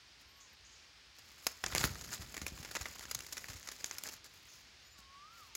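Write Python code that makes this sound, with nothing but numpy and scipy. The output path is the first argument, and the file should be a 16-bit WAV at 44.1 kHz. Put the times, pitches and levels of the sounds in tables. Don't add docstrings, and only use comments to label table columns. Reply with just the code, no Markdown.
import sys
import numpy as np
from scipy import signal
from scipy.fft import rfft, irfft, next_fast_len
from scipy.io import wavfile
from scipy.ndimage import uniform_filter1d

SR = 44100
rng = np.random.default_rng(int(sys.argv[2]) if len(sys.argv) > 2 else 0)


def log_audio(samples):
    frames = np.atleast_2d(samples).T
    limited = np.clip(frames, -1, 1)
    pcm = np.round(limited * 32767).astype(np.int16)
    wavfile.write(sys.argv[1], SR, pcm)


N = 245195
TIME = np.arange(N) / SR
LANDING_S = 1.63
WOOD_EDGE_HZ, CRISP_EDGE_HZ, CUTOFF_HZ = 3340, 9160, 15900

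# f/Hz, relative level/dB
FOREST_EQ = [(25, -20), (60, 8), (100, 1), (160, -7), (300, -8.5), (600, -11), (1000, -7.5), (2300, -3.5),
             (3800, -4.5), (5000, -3), (6200, -9.5), (8500, -21), (12000, -28.5), (16000, -30)]
# f/Hz, relative level/dB
LEAF_EQ = [(120, -13.5), (220, 0.5), (700, -4), (1900, -0.5), (3500, -9.5), (5000, 2.5), (5800, -5),
           (6800, 3), (8500, -10), (11000, -61)]
# t/s, relative level/dB
STIRRING = [(1.15, -60), (1.27, -58), (1.6, -56), (1.82, -50.5), (2.02, -53), (2.14, -53), (2.44, -54),
            (2.93, -52), (3.23, -53.5), (3.5, -54), (4.01, -53), (4.18, -56.5)]
# centre t/s, level/dB, half-length/s, crisp top/dB
WING_SWEEPS = [(0.212, -66.5, 0.019, -2.5), (1.19, -58, 0.0081, -5), (1.483, -65, 0.057, 7),
               (1.776, -47.5, 0.11, -8), (1.847, -41.5, 0.027, -2.5), (2.134, -46, 0.031, -5),
               (3.805, -55, 0.01, -25), (4.07, -52, 0.032, -8), (4.128, -60, 0.044, -3.5),
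               (4.262, -56.5, 0.014, -9), (4.35, -67.5, 0.091, -3), (4.53, -68.5, 0.14, -2),
               (4.996, -63, 0.03, -8), (5.405, -65, 0.11, -4.5)]
# t/s, f/Hz, level/dB
WHISTLE_CURVES = [
    [(0.24, 1017, -74), (0.35, 1120, -73), (0.42, 1110, -71), (0.47, 990, -71)],
    [(4.955, 1163, -65), (5.03, 1076, -69), (5.16, 1114, -57), (5.24, 1194, -54.5), (5.31, 1336, -61),
     (5.37, 1405, -59.5), (5.425, 1200, -56.5), (5.475, 1050, -70), (5.54, 867, -70)],
]
# t/s, length/s, middle f/Hz, glide/Hz, level before flicker/dB
THIN_CHIRPS = [(0.255, 0.068, 14200, -11, -74), (0.28, .13, 12600, 208, -77),
               (0.317, .12, 11300, -800, -80), (0.343, .1, 13900, -650, -73),
               (0.495, .06, 13400, -600, -75), (4.828, 0.12, 14050, 700, -74),
               (4.824, .17, 7030, 351.5, -67)]
# t/s, level/dB, f/Hz, t60/s
LISP_CALLS = [(0.4, -57.5, 6600, 0.37), (0.645, -62, 6500, .6), (0.714, -63.5, 6700, 0.47),
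              (0.758, -65, 5460, .4), (4.485, -61.5, 6450, 0.83), (4.52, -62, 5530, 0.42)]
# f/Hz, relative level/dB
CRACK_EQ = [(100, -16.5), (300, 4), (700, 2.5), (1400, 7), (2200, 7), (3200, -2), (4600, 3), (6800, 7),
            (7600, 1), (8700, -11.5), (10500, 0.5), (15500, -5.5)]
# t/s, level/dB, t60/s, twig f/Hz, crisp top before lift/dB
TWIG_SNAPS = [(1.4675, -24.5, 0.024, 5230, -4.5), (1.4675, -25.5, 0.007, 1550, 0),
              (1.6389, -31.5, 0.017, 1560, -13), (1.641, -27.5, 0.0043, 4430, -18),
              (1.6396, -35, 0.02, 600, -11), (1.6621, -26.5, 0.012, 6800, -20),
              (1.7503, -17.5, 0.0037, 2100, -8), (1.75, -42, .01, 4700, -2),
              (1.7579, -28.5, 0.01, 2300, -11), (1.7797, -33, 0.0056, 2900, -20),
              (1.781, -23, 0.012, 4640, -18), (1.8086, -28, 0.0069, 4150, -15),
              (1.8125, -31, 0.021, 2480, -18), (1.8402, -19.5, 0.0087, 1370, -3),
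              (1.955, -40.5, 0.02, 1300, -16), (2.011, -42, 0.024, 6760, -15),
              (2.3422, -38.5, 0.033, 1650, -6), (2.3665, -38.5, 0.046, 1950, -6),
              (2.378, -33.5, 0.012, 1720, -7), (2.4653, -32, 0.025, 2500, -2.5),
              (2.7515, -33, 0.027, 2270, -6), (2.758, -34.5, 0.021, 2720, -18),
              (2.7655, -33.5, 0.035, 1970, -15), (2.577, -42.5, 0.0074, 1120, -5),
              (2.994, -38, .011, 4400, -10), (3.0092, -41, .008, 1990, -8), (3.0538, -38, .011, 3000, -22),
              (3.1118, -31.5, 0.027, 4900, -4.5), (3.1478, -29, 0.016, 6500, 0.5),
              (3.151, -34, 0.015, 4230, -10), (3.1907, -36, 0.0068, 7450, -12),
              (3.2058, -39, 0.016, 2740, -3), (3.2655, -41, .013, 4650, -5),
              (3.3787, -35.5, 0.018, 5420, -13), (3.4426, -38, 0.012, 1900, -10),
              (3.629, -42, .008, 6300, -20), (3.6875, -36.5, 0.029, 4400, -22),
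              (3.8431, -24, 0.0066, 6270, -13.5), (3.9115, -32.5, 0.012, 6200, -22),
              (3.9838, -35, 0.023, 5340, -1), (4.0371, -25.5, 0.0041, 7400, 3),
              (4.0883, -37, 0.0086, 6040, -4), (5.551, -32.5, 0.025, 6860, -4)]
# f/Hz, relative level/dB
BRANCH_EQ = [(25, -13), (60, 4.5), (140, -4), (220, -8.5), (400, -16.5), (700, -17), (1100, -38.5)]
# t/s, peak level/dB, f/Hz, t60/s
BRANCH_THUDS = [(1.729, -35, 75, 0.064), (1.755, -31.5, 200, 0.027), (1.806, -35, 130, .05),
                (1.842, -21.5, 157, 0.023), (1.904, -34.5, 96, .054), (2.194, -35, 101, 0.034),
                (2.418, -29.5, 200, 0.011), (2.521, -32.5, 142, 0.014), (2.599, -34.5, 111, 0.021),
                (2.807, -36.5, 66.6, 0.047), (3.157, -40.5, 114, 0.039), (3.495, -39, 94, 0.059),
                (3.548, -44, 84.5, 0.089), (4.989, -55.5, 192, .052)]
# t/s, level/dB, woody lows/dB
LEAF_SCUFFS = [(1.665, -41, 8), (1.722, -38.5, 11), (1.7602, -36, 14), (1.8327, -40, 8),
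               (1.8444, -31.5, 1.5), (2.0414, -42.5, -5), (2.2183, -40.5, 1), (2.4155, -37, -1.5),
               (2.4776, -39, -5), (2.6273, -43.5, -1), (2.6476, -40.5, 3.5), (2.711, -42.5, -1.5),
               (2.8108, -37, -1.5), (2.856, -38.5, 11), (3.027, -42.5, -2), (3.116, -46, -2),
               (3.324, -35, -9), (3.368, -38.5, 1), (3.4839, -41.5, -2.5), (3.499, -41.5, 0.5),
               (3.532, -43.5, -3), (3.5632, -45, -1), (3.6723, -42, 2), (3.715, -40.5, -4.5),
               (3.8585, -43, -28), (4.0573, -49, 3), (4.073, -44.5, 11), (4.2428, -49.5, -5)]


def from_db(db):
    return 10 ** (np.asarray(db) / 20)


def rms_one(x):
    return x / np.sqrt(np.mean(x ** 2) + 1e-20)


def fader(times, db):
    return uniform_filter1d(from_db(np.interp(TIME, times, db, left=-120, right=-120)), SR // 200)


def hit_envelope(start, db, t60, rise_s):
    t = np.maximum(TIME - start, 0)
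    return from_db(db - np.minimum(60 * t / t60, 120)) * (1 - np.exp(-t / rise_s))


def band(x, hz, kind, order=2):
    return signal.sosfilt(signal.butter(order, np.clip(hz, 10, .45 * SR), kind, fs=SR, output="sos"), x)


def equalise(x, curve):
    size = 2 * next_fast_len(N // 2 + 4096)
    hz, db = np.transpose(curve)
    bin_hz = np.linspace(1, SR / 2, size // 2 + 1)
    gain = rms_one(from_db(np.interp(np.log(bin_hz), np.log(hz), db)))
    cepstrum = irfft(np.log(gain))
    cepstrum[1:size // 2] *= 2
    cepstrum[size // 2 + 1:] = 0
    return irfft(rfft(x, size) * np.exp(rfft(cepstrum)))[:N]


def drift(per_s):
    return rms_one(np.interp(TIME * per_s, np.arange(8192), rng.standard_normal(8192)))


def add(out, start, sound):
    i = int(start * SR)
    out[i:i + len(sound)] += sound[:max(N - i, 0)]


def forest_hiss(level_db=-61, wander_db=0.49):
    return from_db(level_db + wander_db * drift(31)) * equalise(rng.standard_normal(N), FOREST_EQ)


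def crackle(clump_db, clumps_per_s, spiky_db):
    sizes = from_db(spiky_db * np.minimum(rng.exponential(1, N), 5))
    slips = rng.standard_normal(N) * sizes
    clumps = from_db(clump_db * np.clip(drift(clumps_per_s), -2, 2))
    return rms_one(slips * clumps)


def leaf_ticks(per_s=300, cycles=16, spread_db=6.5, count=18):
    flicks = (rng.random(N) < per_s / SR) * from_db(spread_db * np.minimum(rng.exponential(1, N), 2))
    leaf, out = rng.integers(0, count, N), np.zeros(N)
    for k, hz in enumerate(np.linspace(1400, 7600, count)):
        radius, angle = from_db(-60 * hz / (cycles * SR)), 2 * np.pi * hz / SR
        feed = [0, np.sin(angle) * np.sqrt(1 - radius ** 2)]
        feedback = [1, -2 * radius * np.cos(angle), radius ** 2]
        out += signal.lfilter(feed, feedback, flicks * (leaf == k) + 1e-18)
    return rms_one(out)


def rustle_db(t, loudest_db=-54, expansion=1.78):
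    times, db = np.transpose(STIRRING)
    return loudest_db + expansion * (np.interp(t, times, db) - db.max())


def rustle(tick_db=-2.5, crisp_db=-6.5):
    slips = crackle(clump_db=3.5, clumps_per_s=170, spiky_db=3.5)
    body = rms_one(equalise(slips, LEAF_EQ)) + from_db(tick_db) * leaf_ticks()
    top = rms_one(band(slips, [CRISP_EDGE_HZ, CUTOFF_HZ], "band", order=3))
    times = np.transpose(STIRRING)[0]
    out = fader(times, rustle_db(times)) * (body + from_db(crisp_db) * top)
    for centre, db, half_length, top_db in WING_SWEEPS:
        swell = np.exp(-2 * np.minimum(((TIME - centre) / half_length) ** 2, 20))
        out += from_db(db) * swell * (body + from_db(top_db) * top)
    return out


def tree_reverb(x, wet_db, t60, dull_hz):
    t = TIME[:SR]
    tail = band(rng.standard_normal(SR), dull_hz, "low") * from_db(-60 * t / t60) * (t > .003)
    return x + from_db(wet_db) * signal.fftconvolve(x, tail / np.sqrt(np.sum(tail ** 2)))[:N]


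def bird_tone(times, hz, db, waver=.004):
    pitch = uniform_filter1d(np.interp(TIME, times, hz), SR // 50) * (1 + waver * drift(150))
    return fader(times, db) * np.sin(2 * np.pi * np.cumsum(pitch) / SR)


def whistles():
    return sum(bird_tone(*np.transpose(call)) for call in WHISTLE_CURVES)


def chirps(arch_hz=151, fade_db=5.0, flicker_db=3.5):
    out, u = np.zeros(N), np.linspace(-1, 1, 9)
    for start, length, hz, glide, db in THIN_CHIRPS:
        pitch = hz + glide * u / 2 - arch_hz * u ** 2
        out += bird_tone(start + length * (u + 1) / 2, pitch, db - fade_db * u ** 2)
    return out * from_db(flicker_db * (drift(60) - 0.5))


def lisps(half_width_hz=450, rise_s=0.0025):
    out, t = np.zeros(N), TIME[:SR // 2]
    for start, db, hz, t60 in LISP_CALLS:
        hiss = rms_one(band(rng.standard_normal(len(t)), [hz - half_width_hz, hz + half_width_hz], "band"))
        add(out, start, hiss * from_db(db - 60 * t / t60) * (1 - np.exp(-t / rise_s)))
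    return out


def fibre_slips():
    slips = equalise(crackle(clump_db=3.0, clumps_per_s=880, spiky_db=1.0), CRACK_EQ)
    return (band(slips, WOOD_EDGE_HZ, "low", order=4),
            band(slips, [WOOD_EDGE_HZ, CRISP_EDGE_HZ], "band", order=3),
            band(slips, CRISP_EDGE_HZ, "high", order=4))


def wood_rings(blows):
    out, t = np.zeros(N), TIME[:SR // 4]
    for start, db, hz, t60 in blows:
        add(out, start, from_db(db - 60 * t / t60) * np.sin(2 * np.pi * hz * t))
    return out


def snaps(rise_share=0.014, top_lift_db=4.5, ring_db=-3.5, ring_t60=.012, woody_below_hz=3040):
    out, twigs = np.zeros(N), []
    lows, mids, tops = fibre_slips()
    for start, db, t60, hz, top_db in TWIG_SNAPS + stalk_cues():
        part = slice(int(start * SR), int(start * SR) + SR // 6)
        woody_db = 6 * np.log2(woody_below_hz / hz)
        spray = from_db(woody_db) * lows[part] + mids[part] + from_db(top_db + top_lift_db) * tops[part]
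        t = TIME[:len(spray)]
        decay = from_db(-60 * t / t60)
        burst = spray * decay * (1 - np.exp(-t / (rise_share * t60)))
        add(out, start, from_db(db) * rms_one(burst) * np.sqrt(np.mean(decay ** 2)))
        twig_db = db + ring_db + 10 * np.log10(t60 / ring_t60)
        twigs.append((start, twig_db, hz, ring_t60))
    return out + wood_rings(twigs)


def stalk_cues(above_rustle_db=13.5, t60=0.01, top_db=-3.0, count=20):
    when, pitch = rng.random((count, 2)).T
    times = LANDING_S + when * (STIRRING[-1][0] - LANDING_S)
    pitches = np.interp(pitch, [0, 1], [1400, 7400])
    return [(t, rustle_db(t) + above_rustle_db, t60, hz, top_db) for t, hz in zip(times, pitches)]


def branch(sway_db=-53, settle_db_per_s=8, jolt_db=-18.5, jolt_t60=0.39, rise_s=0.0081):
    flutter = rms_one(equalise(rng.standard_normal(N), BRANCH_EQ))
    sway = hit_envelope(LANDING_S, sway_db, 60 / settle_db_per_s, rise_s)
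    jolt_power = sum(hit_envelope(start, db + jolt_db, jolt_t60, rise_s) ** 2
                     for start, db, _, _ in BRANCH_THUDS)
    return np.sqrt(sway ** 2 + jolt_power) * flutter + wood_rings(BRANCH_THUDS)


def scuffs(t60=0.057, rise_s=0.00056, top_db=-4):
    lows, mids, tops = fibre_slips()
    leaf = mids + from_db(top_db) * tops
    return sum(hit_envelope(start, db, t60, rise_s) * rms_one(leaf + from_db(woody_db) * lows)
               for start, db, woody_db in LEAF_SCUFFS)


def scene():
    near = tree_reverb(snaps() + scuffs() + rustle(), wet_db=-17.5, t60=0.31, dull_hz=7440) + branch()
    far = tree_reverb(whistles() + chirps(), wet_db=-14, t60=0.74, dull_hz=8000) + lisps()
    return (near + far + forest_hiss())[None]


def record(dry):
    high_cut = signal.ellip(10, .1, 80, CUTOFF_HZ, fs=SR, output="sos")
    return signal.sosfilt(high_cut, band(dry, 44.5, "high", order=5))


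dry = scene()
out = record(dry)
log_audio(out)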